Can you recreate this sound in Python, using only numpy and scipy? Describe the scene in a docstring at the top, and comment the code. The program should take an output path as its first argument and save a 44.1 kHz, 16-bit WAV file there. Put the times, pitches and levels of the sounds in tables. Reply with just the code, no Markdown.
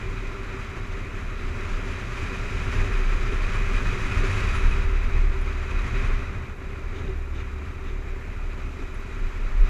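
"""A single-cylinder motorcycle cruises along a gravel forest road, heard from a camera on the helmet.
From the start the engine drones at an even pitch, vortices off the windscreen thump the microphone,
and one airflow drives rumble, rush, hiss and a hollow hoot. The wind is strongest from about 3 to 6 s.
Small bright ticks come near 5 s; then, as the air eases, the fairing chatters over rough ground.
Two more ticks sound near 9 s, and the buffeting swells again at the end."""
import sys
import numpy as np
from scipy.fft import rfft, irfft, next_fast_len
from scipy.io import wavfile
from scipy.ndimage import uniform_filter1d, map_coordinates

SR = 44100
rng = np.random.default_rng(int(sys.argv[2]) if len(sys.argv) > 2 else 0)


def pcm_store(signal):
    """Save signal as 16-bit PCM."""
    levels = np.round(np.clip(np.atleast_2d(signal), -1, 1) * 32767)
    wavfile.write(sys.argv[1], SR, levels.astype(np.int16).T)


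N = 427329


def amp(db):
    """Amplitude ratio of a level in decibels."""
    return 10 ** (np.asarray(db) / 20)


def unit(x):
    """Normalisation to rms 1."""
    return x / np.sqrt(np.mean(x ** 2) + 1e-20)


def curves(rows):
    """Linear interpolation, per sample, of each column after the time."""
    times, *columns = np.transpose(rows)
    return [np.interp(np.arange(N) / SR, times, column) for column in columns]


def swells(rows):
    """Superposed Gaussian rises, in dB, from rows of (time [s], rise [dB], half-width [s])."""
    t = np.arange(N) / SR
    return sum(db * np.exp(-((t - s) / width) ** 2) for s, db, width in rows)


def wobble(rate):
    """Smooth random modulation: a spline through rate knots a second."""
    return map_coordinates(rng.standard_normal(int(N * rate / SR) + 4), [np.arange(N) * rate / SR])


def filtered(x, response):
    """Linear filtering: the spectrum of x times a frequency response."""
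    size = next_fast_len(N + 8192)
    return irfft(rfft(x, size) * response(np.fft.rfftfreq(size, 1 / SR)), size)[:N]


def coloured(x, spectrum):
    """Spectral shaping by (frequency [Hz], level [dB]) points on a log axis, at rms 1."""
    hz, db = np.transpose(spectrum)
    return unit(filtered(x, lambda f: amp(np.interp(np.log(f + 1), np.log(hz), db))))


def noise(spectrum):
    """Gaussian noise with the given spectrum, at rms 1."""
    return coloured(rng.standard_normal(N), spectrum)


def blown(modes):
    """Forced resonance: steep-sided modes driven by white noise, at rms 1."""
    def response(f):
        return sum(amp(db) * np.abs(f * width / (hz * hz - f * f + 1j * f * width)) ** 2
                   for hz, width, db in modes)
    return unit(filtered(rng.standard_normal(N), response))


def steadied(x, seconds):
    """Division by the running rms evens out swells slower than the given time."""
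    power = uniform_filter1d(x ** 2, max(int(seconds * SR), 8))
    return x / np.sqrt(np.abs(power) + 1e-6)


def driven(flow_db, cruise_db, exponent):
    """Power law of flow noise: amplitude grows as a power of the flow."""
    return amp(cruise_db + exponent * flow_db)


def airflow():
    """Unsteady flow, in dB over cruise: a drifting mean plus gusts and slight turbulence."""
    # mean flow over the helmet: (time [s], level [dB])
    mean_flow = [(0, -41.0), (1.3, -41.0), (2.8, -35.5), (3.05, -37.0), (4.45, -33.5), (5.0, -38.5),
                 (5.45, -41.5), (6.0, -36.0), (6.55, -46), (7.0, -43.5), (7.25, -48.5), (7.45, -45.5),
                 (8.2, -46.5), (9.55, -43.5), (9.69, -40)]
    # gusts (+) and lulls (-): (time [s], rise [dB], half-width [s])
    gusts = [(2.79, 1.5, 0.067), (4.17, 1, 0.02), (5.16, 2.5, .025), (5.34, 2.5, .02), (5.5, 3.5, 0.053),
             (5.72, 2, 0.017), (6.56, -2, .03), (7.38, 2.5, 0.049), (7.66, 2, .04)]
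    cruise_db = -38.5
    mean_db, = curves(mean_flow)
    return mean_db - cruise_db + swells(gusts) + 0.51 * wobble(11)


def engine():
    """Four-stroke cycle: the piston shakes once a turn, the exhaust fires every second turn."""
    # piston drone: (time [s], level [dB])
    drone_levels = [(0, -50), (0.6, -45), (1.5, -38.5), (2.2, -44), (2.7, -36.0), (3.1, -46), (4.0, -40),
                    (4.6, -31), (5.35, -31), (5.9, -36), (6.6, -41.5), (7.15, -32.5), (7.7, -36.5),
                    (8.7, -39), (9.69, -39.5)]
    # exhaust response: (frequency [Hz], relative level [dB])
    exhaust_spectrum = [(20, -27), (35, -9), (70, -1), (105, -11), (140, 4.5), (175, -5.5), (245, -0.5),
                        (315, 0), (385, 1), (500, -15.5), (1200, -9.5), (4000, -55)]
    # steady whirr of gears and tyres: (frequency [Hz], relative level [dB])
    whirr_spectrum = [(200, 5), (620, 2.5), (850, 3), (1200, 2.5), (1650, -6), (2400, 0.5), (3100, -12),
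                      (4500, -16.5), (7200, -13), (8500, -22), (10300, -25.5), (10900, -17.5),
                      (11700, -24.5), (15200, -28)]
    crank_hz, pulse_db, puff_db = 69.8, -56, -51
    drone_db, = curves(drone_levels)
    turns = np.cumsum(crank_hz * (1 + .002 * wobble(6))) / SR
    drone = np.sqrt(2) * np.sin(2 * np.pi * turns) * amp(drone_db + wobble(7))
    firings = np.diff(np.floor(turns / 2), prepend=0) * amp(0.39 * wobble(35))
    puffs = uniform_filter1d(firings, int(.008 * SR)) * rng.standard_normal(N)
    exhaust = amp(pulse_db) * coloured(firings, exhaust_spectrum)
    exhaust += amp(puff_db) * coloured(puffs, exhaust_spectrum)
    whirr = amp(-52.5 + 0.3 * np.sin(np.pi * turns) + 0.97 * wobble(150)) * noise(whirr_spectrum)
    return drone + exhaust + whirr


def buffeting():
    """Vortex shedding: the windscreen casts off uneven vortices at a wandering rate, amid turbulence."""
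    # wake on the microphone: (time [s], level [dB])
    wake_levels = [(0, -31.5), (1.4, -32.5), (2.2, -33.5), (2.95, -22), (3.6, -23), (4.35, -23.5),
                   (4.7, -19.0), (5.2, -19.5), (5.5, -25), (6.15, -22.5), (6.45, -36.5), (7.0, -27.5),
                   (7.45, -34.5), (8.0, -30), (8.95, -32), (9.69, -19.5)]
    # single big vortices: (time [s], rise [dB], half-width [s])
    thumps = [(1.73, 9, .06), (3.91, 5, 0.035), (4.18, 9.5, 0.04), (4.67, 6, 0.055), (9.28, 9, 0.049),
              (9.61, 8, 0.036)]
    # wake turbulence: (frequency [Hz], relative level [dB])
    wake_spectrum = [(8, -15), (16, 3), (24, 12.5), (34, 8.5), (44, -3), (56, -5), (80, -17), (160, -72)]
    wake_db, = curves(wake_levels)
    shed_hz = 32 + 2 * wobble(9) + 2.43 * wobble(60)
    vortices = np.sqrt(2) * np.sin(2 * np.pi * np.cumsum(shed_hz) / SR) * amp(2.9 * wobble(15))
    turbulence = steadied(noise(wake_spectrum), seconds=0.194)
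    return amp(wake_db + swells(thumps)) * (amp(-2.5) * vortices + amp(-5.0) * turbulence)


def helmet_rumble(flow_db):
    """Turbulent wall pressure: eddies on the shell give a rumble and a hollow midrange."""
    # big eddies (+) and calm pockets (-): (time [s], rise [dB], half-width [s])
    eddies = [(.75, -1.5, .12), (2.76, 5, 0.077), (3.03, -3, 0.074), (4.25, 3.5, .14), (5.0, -4, 0.075),
              (5.6, -4.5, .12), (5.87, 0, .06), (6.35, 3.5, 0.11), (7.06, 7, 0.096), (7.22, -4, 0.036)]
    # low and middle bands on the shell: (frequency [Hz], relative level [dB])
    rumble_spectrum = [(35, -18), (50, -4), (66, -5.5), (85, 1.5), (102, -0.5), (125, -6.5), (150, -18.5),
                       (220, -21.5), (500, -83)]
    hollow_spectrum = [(90, -26), (150, -7.5), (178, 0), (205, -2.5), (255, -0.5), (325, -9), (400, -10),
                       (480, -8), (540, -12.5), (600, -9), (680, -17), (820, -19), (1500, -74),
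                       (4000, -100)]
    eddy_db = swells(eddies)
    rumble = driven(flow_db, cruise_db=-35, exponent=0.79) * amp(eddy_db + 1.33 * wobble(9))
    rumble *= steadied(noise(rumble_spectrum), seconds=0.13)
    hollow = driven(flow_db, cruise_db=-42.5, exponent=0.7) * amp(0.4 * eddy_db + 0.55 * wobble(12))
    hollow *= noise(hollow_spectrum)
    return rumble + hollow


def cavity_hoot(flow_db):
    """Cavity resonance: a hollow hoots in the flow and surges when it catches the air."""
    # cavity mode: (frequency [Hz], bandwidth [Hz], relative level [dB])
    cavity_modes = [(385.5, 34, 0)]
    # surges: (time [s], rise [dB])
    surges = [(.1, 7), (.35, 4.5), (2.34, 4), (2.78, 7), (2.87, 6), (2.97, 9), (3.32, 11), (3.97, 5.5),
              (4.24, 8.5), (4.78, 4.5), (4.91, 8), (5.15, 7), (5.34, 4), (7.1, 10.5), (7.91, 4)]
    half_width_s = 0.034
    surge_db = swells([(s, db, half_width_s) for s, db in surges])
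    gain = driven(flow_db, cruise_db=-45.5, exponent=0.57) * amp(surge_db + 1.44 * wobble(18))
    return gain * steadied(blown(cavity_modes), seconds=0.12)


def slipstream(flow_db):
    """Aerodynamic noise: rushing air rings the housing; faster flow hisses and sings at gap and edge."""
    # broadband air noise: (frequency [Hz], relative level [dB])
    rush_spectrum = [(250, -17.5), (600, -15.5), (720, -8), (820, -11.5), (960, -3), (1200, 1), (1500, -2),
                     (1680, -1), (1950, -1.5), (2300, -1), (2650, -9), (3400, -19), (4500, -24.5),
                     (14000, -89)]
    hiss_spectrum = [(1500, -20), (2900, 9.5), (3500, 5.5), (4300, 0), (4800, 2.5), (5500, 0), (6200, 1.5),
                     (7100, -0.5), (8400, -10), (9500, -10.5), (11300, -17), (12500, -21), (15000, -29)]
    # air-driven resonances: (frequency [Hz], bandwidth [Hz], relative level [dB])
    housing_modes = [(1360, 230, -0.5), (1967, 69, -3.5), (2455, 220, -1), (3863, 250, -12.5),
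                     (4730, 400, -28), (6030, 300, -24)]
    gap_modes = [(2510, 210, 0)]
    edge_modes = [(10000, 730, 0)]
    # slow drift of the hiss against the flow: (time [s], level [dB])
    treble_levels = [(0, .3), (1.3, 0), (2.4, 1.5), (3.0, 0), (4.6, 0.5), (4.95, -2), (5.5, -1),
                     (6.2, -2.5), (6.6, -3), (7.0, -2), (8.2, -2), (8.75, 1.5), (9.69, -0.5)]
    # flares of the edge whistle: (time [s], rise [dB], half-width [s])
    flares = [(4.33, 8, .03), (4.57, 14, .04), (4.7, 9, .04)]
    treble_db, = curves(treble_levels)
    flutter = wobble(40)
    rush = amp(flow_db - 40.0 + 0.81 * flutter) * noise(rush_spectrum)
    ring = amp(flow_db - 45.5 + 1.93 * wobble(25)) * blown(housing_modes)
    # the narrow gap stands out only in the strongest flow
    singing = driven(flow_db, cruise_db=-53, exponent=1.77) * amp(1.7 * wobble(22)) * blown(gap_modes)
    hiss = amp(treble_db + 0.78 * flutter + 1.04 * wobble(300)) * noise(hiss_spectrum)
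    hiss *= driven(flow_db, cruise_db=-52, exponent=1.2)
    whistle = amp(swells(flares) + 1.7 * flutter) * blown(edge_modes)
    whistle *= driven(flow_db, cruise_db=-80, exponent=1.8)
    return rush + ring + singing + hiss + whistle


def ticks():
    """Damped free vibration: each tick is one high mode, with a little noise, decaying exponentially."""
    # small bright ticks: (time [s], level [dB], frequency [Hz])
    tick_events = [(4.91, -60, 14400), (5.165, -57, 10000), (5.413, -49, 9990), (8.943, -50, 10100),
                   (8.996, -56, 14500)]
    attack_s, t60_s = 0.0014, 0.035
    out, t = np.zeros(N + SR), np.arange(SR // 10) / SR
    for s, db, hz in tick_events:
        ring = np.sin(2 * np.pi * hz * t) + .25 * rng.standard_normal(len(t))
        envelope = amp(db - 60 * t / t60_s) * (1 - np.exp(-t / attack_s))
        out[round(s * SR):][:len(t)] += ring * envelope
    return out[:N]


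def bumps():
    """Impact excitation: each rough patch knocks the chassis and sets the plastic fairing chattering."""
    # rough patches: (time [s], chatter level [dB], knock level [dB], half-width [s])
    patches = [(5.337, -56, -53, .02), (6.98, -50, -43, 0.035), (7.075, -55, -49, 0.034),
               (7.384, -54, -47, 0.05), (7.888, -55, -52, 0.055), (8.815, -60, -38, .025)]
    # structural modes: (frequency [Hz], bandwidth [Hz], relative level [dB])
    fairing_modes = [(2900, 380, 2), (3680, 500, 0), (5000, 760, -17), (6400, 680, -11)]
    chassis_modes = [(275, 89, -6), (394, 47, 0)]
    t = np.arange(N) / SR
    chatter_gain, knock_gain = np.zeros(N), np.zeros(N)
    for s, chatter_db, knock_db, width in patches:
        jolt = np.exp(-((t - s) / width) ** 2)
        chatter_gain += amp(chatter_db) * jolt
        knock_gain += amp(knock_db) * jolt
    chatter = unit(amp(4 * wobble(160)) * blown(fairing_modes))
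    return chatter_gain * chatter + knock_gain * blown(chassis_modes)


def scene():
    """Superposition: every source reaches the one microphone directly."""
    flow_db = airflow()
    cruising = engine() + buffeting() + helmet_rumble(flow_db) + cavity_hoot(flow_db)
    return (cruising + slipstream(flow_db) + bumps() + ticks())[None]


def record(dry):
    """Band limiting: the camera keeps nothing above its cutoff."""
    cutoff_hz = 15250
    return np.array([filtered(channel, lambda hz: hz < cutoff_hz) for channel in dry])


dry = scene()
out = record(dry)
pcm_store(out)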